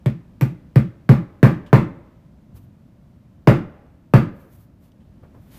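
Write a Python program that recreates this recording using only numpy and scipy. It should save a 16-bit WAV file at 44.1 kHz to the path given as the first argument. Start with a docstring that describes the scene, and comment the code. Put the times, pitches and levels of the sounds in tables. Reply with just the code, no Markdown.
"""Hammer on a hollow wall

A hammer knocks at small holes in a hollow plasterboard wall: six quick blows that grow harder, then two hard ones.
Each blow is a noise crack coloured by board resonances, plus a swept sine boom and low waves that return.
Dense decaying noise makes the small bare room; a limiter rounds off the loudest crests.
Ventilation hums underneath as filtered noise, with soft bumps, ticks and the brushing of a hand and a shirt."""
import sys
import numpy as np
from scipy import signal
from scipy.fft import rfft, irfft, next_fast_len
from scipy.io import wavfile
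from scipy.ndimage import uniform_filter1d, minimum_filter1d, map_coordinates

SR = 44100
rng = np.random.default_rng(int(sys.argv[2]) if len(sys.argv) > 2 else 0)


def to_wav(sig):
    """Store sig (one row per channel, or 1-D mono) as 16-bit WAV at the path in sys.argv[1].

    Samples outside -1..1 are clipped; the rate is SR.
    """
    pcm = np.clip(np.atleast_2d(sig), -1, 1) * 32767
    pcm = np.round(pcm).astype(np.int16)
    wavfile.write(sys.argv[1], SR, pcm.T)  # frames by channels


N = 246210
AGE = np.arange(SR) / SR  # time since a sound began, s
HZ = np.fft.rfftfreq(2 * SR, 1 / SR)  # frequency grid of the filters


def amp(db):
    """Turn decibels into a linear gain."""
    return 10 ** (np.asarray(db) / 20)


def unit(x, size=None):
    """Scale to rms 1 over the first size samples."""
    return x / np.sqrt(np.mean(x[:size] ** 2) + 1e-20)


def along(points, hz):
    """Interpolate (Hz, value) points on a log frequency axis."""
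    point_hz, value = np.transpose(points)
    return np.interp(np.log(hz + 1), np.log(point_hz + 1), value)


def add(track, s, sound):
    """Mix a sound in at time s."""
    part = track[round(s * SR):][:len(sound)]
    part += sound[:len(part)]


def coloured(x, db):
    """Pass one second of sound through a causal (minimum-phase) filter with this gain on HZ."""
    cepstrum = irfft(np.log(amp(db)))
    # folding the cepstrum onto positive time makes the filter causal
    cepstrum[1:SR] *= 2
    cepstrum[SR + 1:] = 0
    response = np.exp(rfft(cepstrum))
    return irfft(rfft(x, 2 * SR) * response)[:SR]


def noise(spectrum):
    """Steady coloured noise of rms 1."""
    m = next_fast_len(N)
    gain = amp(along(spectrum, np.fft.rfftfreq(m, 1 / SR)))
    white = rng.standard_normal(m)
    return unit(irfft(rfft(white) * gain, m)[:N])


def burst(t60):
    """White noise that dies away by 60 dB in t60 seconds."""
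    return rng.standard_normal(SR) * amp(-60 * AGE / t60)


def ripple(spacing_hz):
    """Random peaks and dips on HZ, as crowded modes make them."""
    return map_coordinates(rng.standard_normal(4000), [HZ / spacing_hz], mode='wrap')


# The hammer blows. Each row: start in seconds, force in dB, boom of the board in dB,
# treble lift in dB at 12 kHz (none below 4 kHz), delay of the boom in seconds.
BLOW_CUES = [(0.0591, -17, -14.5, -3.5, 0.0007), (0.4102, -12, -13.5, 4.5, 0.0083),
             (0.7576, -10, -7.5, 0, 0.0018), (1.0908, -3.5, -3, 0, 0.00071), (1.4287, 1, -4.5, 1, 0.00059),
             (1.7292, 1.5, -6, -2, 0), (3.4721, 3, -6, -1, 0.003), (4.1365, 0, -4.5, -0.5, 0.00072)]
# Steel on plaster, the colour of a hard blow. Each row: frequency in Hz, gain in dB.
STEEL_ON_PLASTER = [(40, -14.5), (90, -10.5), (170, -3), (300, -0.5), (430, -5.5), (580, -6.5), (720, -11),
                    (1000, -14.5), (1400, -16.5), (2200, -19), (2900, -27.5), (3400, -30.5), (4000, -33.5),
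                    (6000, -41), (8700, -44), (10000, -46.5), (13000, -42.5), (15500, -46)]
# Resonances of the board and the hammer. Each row: frequency in Hz, width in Hz, peak in dB.
BOARD_RESONANCES = [(332.9, 24, 6.5), (445, 24, 1.5), (546, 32, 4.5), (593, 32, 5), (817, 28, 6),
                    (894, 19, 5), (1035, 50, 4), (1217, 230, 6), (1420, 77, 0.5), (1588, 87, 4.5),
                    (1715, 40, 5.5), (2470, 430, 1.5), (2900, 200, 0), (3440, 79, 2)]
# A harder blow gains most in the knock, less in the treble.
# Each row: frequency in Hz, growth in dB per dB of force.
FORCE_GROWTH = [(430, 0.99), (1100, 1.38), (2400, 0.91), (5000, 0.82), (12000, 0.77)]
CONTACT_DB, LOW_KNOCK_DB = 5, 2.5  # contact noise at force 0; lift of its hollow low end
# only hard blows bend the board sharply: level at force 0, dB per dB of force
THWACK_DB, THWACK_GROWS = -3.5, 3
# light blows are drier: crack over the echoes at force 0, dB less per dB of force
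CRACK_DB, CRACK_SHRINKS = 0.5, 0.55
BOOM_HZ, BOOM_SCATTER = 120.76, 0.009  # the panel's main mode; spread of its pitch from spot to spot, as a share
SWELL_DB = 3.5  # the panel's main mode over its returning waves


def hammer(ripple_db, spot_db):
    """Contact noise coloured by the board's resonances, then boom and returning waves; force sets the balance."""
    out = np.zeros(N)
    room = echoes()
    peaks_db = sum(db / (1 + (2 * (HZ - hz) / width) ** 2) for hz, width, db in BOARD_RESONANCES)
    crowded_db = ripple_db * ripple(spacing_hz=88.2) * np.clip(HZ / 2000 - 1, 0, 1)
    hollow_db = along([(430, LOW_KNOCK_DB), (1500, 0.0055)], HZ)
    board_db = along(STEEL_ON_PLASTER, HZ) + peaks_db + crowded_db + hollow_db
    treble = along([(4000, 0), (12000, 1)], HZ)
    for s, force_db, boom_db, bright_db, lag in BLOW_CUES:
        # each spot on the wall favours other modes
        spot = spot_db * ripple(spacing_hz=119.2) * np.clip(HZ / 400 - 1, 0, 1)
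        strength_db = force_db * along(FORCE_GROWTH, HZ) + bright_db * treble + spot
        crack_db = CRACK_DB - CRACK_SHRINKS * force_db
        contact = impact(room, crack_db, crack_t60=0.055, click_db=5.5, late_db=-24.5, late_t60=0.95)
        thwack_db = THWACK_DB + THWACK_GROWS * force_db
        boom_hz = BOOM_HZ * (1 + BOOM_SCATTER * rng.standard_normal())
        main_mode = boom(boom_db + SWELL_DB, thwack_db, hz=boom_hz, sweep_hz=2377, sweep_s=.001,
                         swell_s=0.031, fade_t60=0.27, thwack_t60=0.027)
        add(out, s, amp(CONTACT_DB) * coloured(contact, board_db + strength_db))
        add(out, s + lag, main_mode)
        add(out, s + lag, amp(boom_db) * returns(scatter_db=1.5))
    return out


# The crack bounces off the shelves, side walls and ceiling. Each row: delay in seconds, level in dB.
CRACK_BOUNCES = [(.0045, -11.5), (.0085, -10), (0.0159, -18.5), (.0185, -11.5), (.027, -19), (0.041, -17)]


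def impact(room, crack_db, crack_t60, click_db, late_db, late_t60):
    """The click of steel and a short crack with their bounces, the room's echoes and a faint, dull late tail."""
    click = unit(rng.standard_normal(SR) * np.exp(-((AGE - .0014) / .0005) ** 2), size=100)
    bright = coloured(click, along([(500, -14), (2500, -7), (5000, -2), (9000, 0)], HZ))
    crack = burst(crack_t60) * (1 - np.exp(-AGE / 0.0017))
    direct = amp(crack_db) * (crack + amp(click_db) * bright)
    # mostly the same echoes for every blow
    near = (0.92 * room + .5 * echoes()) * (1 - np.exp(-AGE / 0.0039))
    dull = along([(100, -9.0), (500, 0), (1500, 1.5), (3500, -1.5), (8000, -13.5)], HZ)
    late = coloured(amp(late_db) * burst(late_t60), dull)
    out = direct + near + late
    for delay_s, db in CRACK_BOUNCES:
        add(out, delay_s, amp(db) * direct)
    return out


# Decay of the small bare room. 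Each row: frequency in Hz, t60 in seconds.
ROOM_DECAY = [(100, 0.57), (500, 0.2), (1500, 0.31), (4000, 0.29), (8000, .27), (14000, .23)]


def echoes():
    """Dense room echoes: noise in which each frequency fades at its own speed."""
    hz, t, z = signal.stft(rng.standard_normal(SR), SR, nperseg=256)
    fade = amp(-60 * t / along(ROOM_DECAY, hz)[:, None])
    return signal.istft(z * fade, SR, nperseg=256)[1][:SR]


def boom(boom_db, thwack_db, hz, sweep_hz, sweep_s, swell_s, fade_t60, thwack_t60):
    """Bending waves: the short ones arrive first as a falling thwack, then the panel's main mode swells."""
    pitch_hz = hz + sweep_hz / (1 + AGE / sweep_s) ** 2
    rise = 1 - np.exp(-AGE / swell_s)
    cut = 1 + (AGE / .024) ** 4  # ends the swell much sooner than its fade alone
    swell = unit(rise * amp(-60 * AGE / fade_t60) / cut, size=1760)
    thwack = (1 - np.exp(-AGE / 0.00065)) * amp(-60 * AGE / thwack_t60)
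    wave = np.sin(2 * np.pi * np.cumsum(pitch_hz) / SR)
    return (amp(boom_db) * swell + amp(thwack_db) * thwack) * wave


# Low waves that swell again as they come back across the wall.
# Each row: frequency in Hz, level in dB over the boom, arrival in seconds, rise in seconds.
RETURNING_WAVES = [(54.3, -22.5, 0.014, 0.018), (81.2, -16, 0.028, 0.012), (215.7, -6.5, .024, 0.015),
                   (130.9, -8, .036, 0.02), (169, -14.5, 0.084, 0.017), (245.6, -21.5, 0.029, 0.017),
                   (122, -22.5, .122, 0.016)]


def returns(scatter_db):
    """Each low wave packet swells and fades once, a little differently for every spot that is struck."""
    hz, db, arrival_s, rise_s = np.transpose(RETURNING_WAVES)[:, :, None]
    size, detune = rng.standard_normal((2, len(RETURNING_WAVES), 1))
    age = np.maximum(AGE - arrival_s, 0)
    u = age / rise_s
    swell = (u * np.exp(1 - u)) ** 2
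    waves = np.sin(2 * np.pi * hz * (1 + 0.018 * detune) * age)
    return np.sum(amp(db + scatter_db * size) * swell * waves, axis=0)


# Soft bumps of hands and feet. Each row: start of the tap in seconds, thud in dB, tap in dB.
SOFT_BUMPS = [(2.552, -44, -63.5), (4.545, -51.5, -81), (5.232, -50.5, -52.5), (5.346, -46.5, -56)]
# Light scrapes and ticks. Each row: start in seconds, level in dB, t60 in seconds.
LIGHT_TICKS = [(1.663, -56.5, 0.15), (4.919, -68, 0.014), (5.004, -72, 0.22)]


def handling():
    """Dull thuds of filtered room echoes, each with a light noise tap, and small bright scrapes."""
    out = np.zeros(N)
    thud = along([(30, -6), (70, 8), (105, 16), (160, -5), (300, -5.5), (800, -47.5)], HZ)
    tap = along([(150, -32.0), (400, 6), (1200, -4), (3000, -23), (6000, -45), (14000, -32)], HZ)
    scrape = along([(500, -22.5), (2300, 0), (3000, 12), (4200, -1.5), (7000, -8), (14000, -16)], HZ)
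    for s, thud_db, tap_db in SOFT_BUMPS:
        add(out, s - .01, amp(thud_db) * unit(coloured(echoes(), thud), size=1800))
        add(out, s, amp(tap_db) * unit(coloured(burst(0.18), tap), size=1300))
    for s, db, t60 in LIGHT_TICKS:
        add(out, s, amp(db) * unit(coloured(burst(t60), scrape), size=450))
    return out


# Strokes of a hand over the wall and of the shirt.
# Each row: strongest moment in seconds, length in seconds, rubbing in dB, hiss in dB.
BRUSH_STROKES = [(2.572, 0.035, -59.5, -58.5), (2.625, 0.064, -83, -71.5), (4.416, 0.12, -71.5, -69),
                 (4.544, 0.081, -75.5, -64), (4.616, .08, -75, -66), (4.855, 0.082, -68, -72.5),
                 (5.458, .14, -73, -74), (5.566, 0.1, -53.5, -57)]
# Colour of the rubbing. Each row: frequency in Hz, density in dB per Hz.
RUB_COLOUR = [(100, -12), (500, 0.5), (1300, -2.5), (3000, -6), (6000, -13.5), (15000, -15)]
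# Colour of the hiss, in the strokes and the steady floor. Each row: frequency in Hz, density in dB per Hz.
HISS_COLOUR = [(1000, -3), (5000, -1), (9000, -1), (13000, 10), (15500, 2)]
# Colour of the ventilation. Each row: frequency in Hz, density in dB per Hz.
VENTILATION_COLOUR = [(15, -30.5), (25, -15.5), (69, -1.5), (136, -2.5), (203, -4), (280, -9.5), (430, -24),
                      (594, -20), (820, -29.5), (913, -28.5), (1830, -37.5), (15300, -57.5)]
# Level of the room noise. Each row: time in seconds, level in dB.
ROOM_NOISE_LEVEL = [(0, -47), (3.2, -49.5), (4.8, -51), (5.4, -46.5)]
STROKE_RISE = 0.51  # share of a stroke's length spent swelling
HISS_FLOOR_DB = -84  # faint steady hiss


def background(catch_db):
    """Room noise coloured as ventilation, and strokes of skin and cloth that swell and fade, catching and slipping."""
    t = np.arange(N) / SR
    room_noise_db = np.interp(t, *np.transpose(ROOM_NOISE_LEVEL))
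    rub, hiss, brushing = noise(RUB_COLOUR), noise(HISS_COLOUR), np.zeros(N)
    for s, length, rub_db, hiss_db in BRUSH_STROKES:
        side_s = length * np.where(t < s, STROKE_RISE, 1 - STROKE_RISE)
        swell = np.exp(-((t - s) / side_s) ** 2)
        brushing += swell * (amp(rub_db) * rub + amp(hiss_db) * hiss)
    # smooth random level, 70 new values a second
    catching = map_coordinates(rng.standard_normal(1000), [t * 70], mode='wrap')
    room_noise = amp(room_noise_db) * noise(VENTILATION_COLOUR)
    return room_noise + amp(HISS_FLOOR_DB) * hiss + amp(catch_db * catching) * brushing


def scene():
    """Hammer, handling and background at one microphone."""
    return (hammer(ripple_db=1.3, spot_db=1.6) + handling() + background(catch_db=1.5))[None]


def limiter(x, ceiling, size):
    """A fast limiter rounds off the loud crests with a gain smoothed over size samples."""
    gain = np.minimum(1, ceiling / (np.abs(x) + 1e-9))
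    return x * uniform_filter1d(minimum_filter1d(gain, size), size)


TOP_HZ = 15500  # upper edge of the microphone's band


def record(dry):
    """The microphone's limiter, then a steep cut above the band limit."""
    loud = limiter(dry, ceiling=0.92, size=25)
    m = next_fast_len(N + SR // 2)
    in_band = np.fft.rfftfreq(m, 1 / SR) < TOP_HZ
    return irfft(rfft(loud, m) * in_band, m)[:, :N]


dry = scene()
out = record(dry)
to_wav(out)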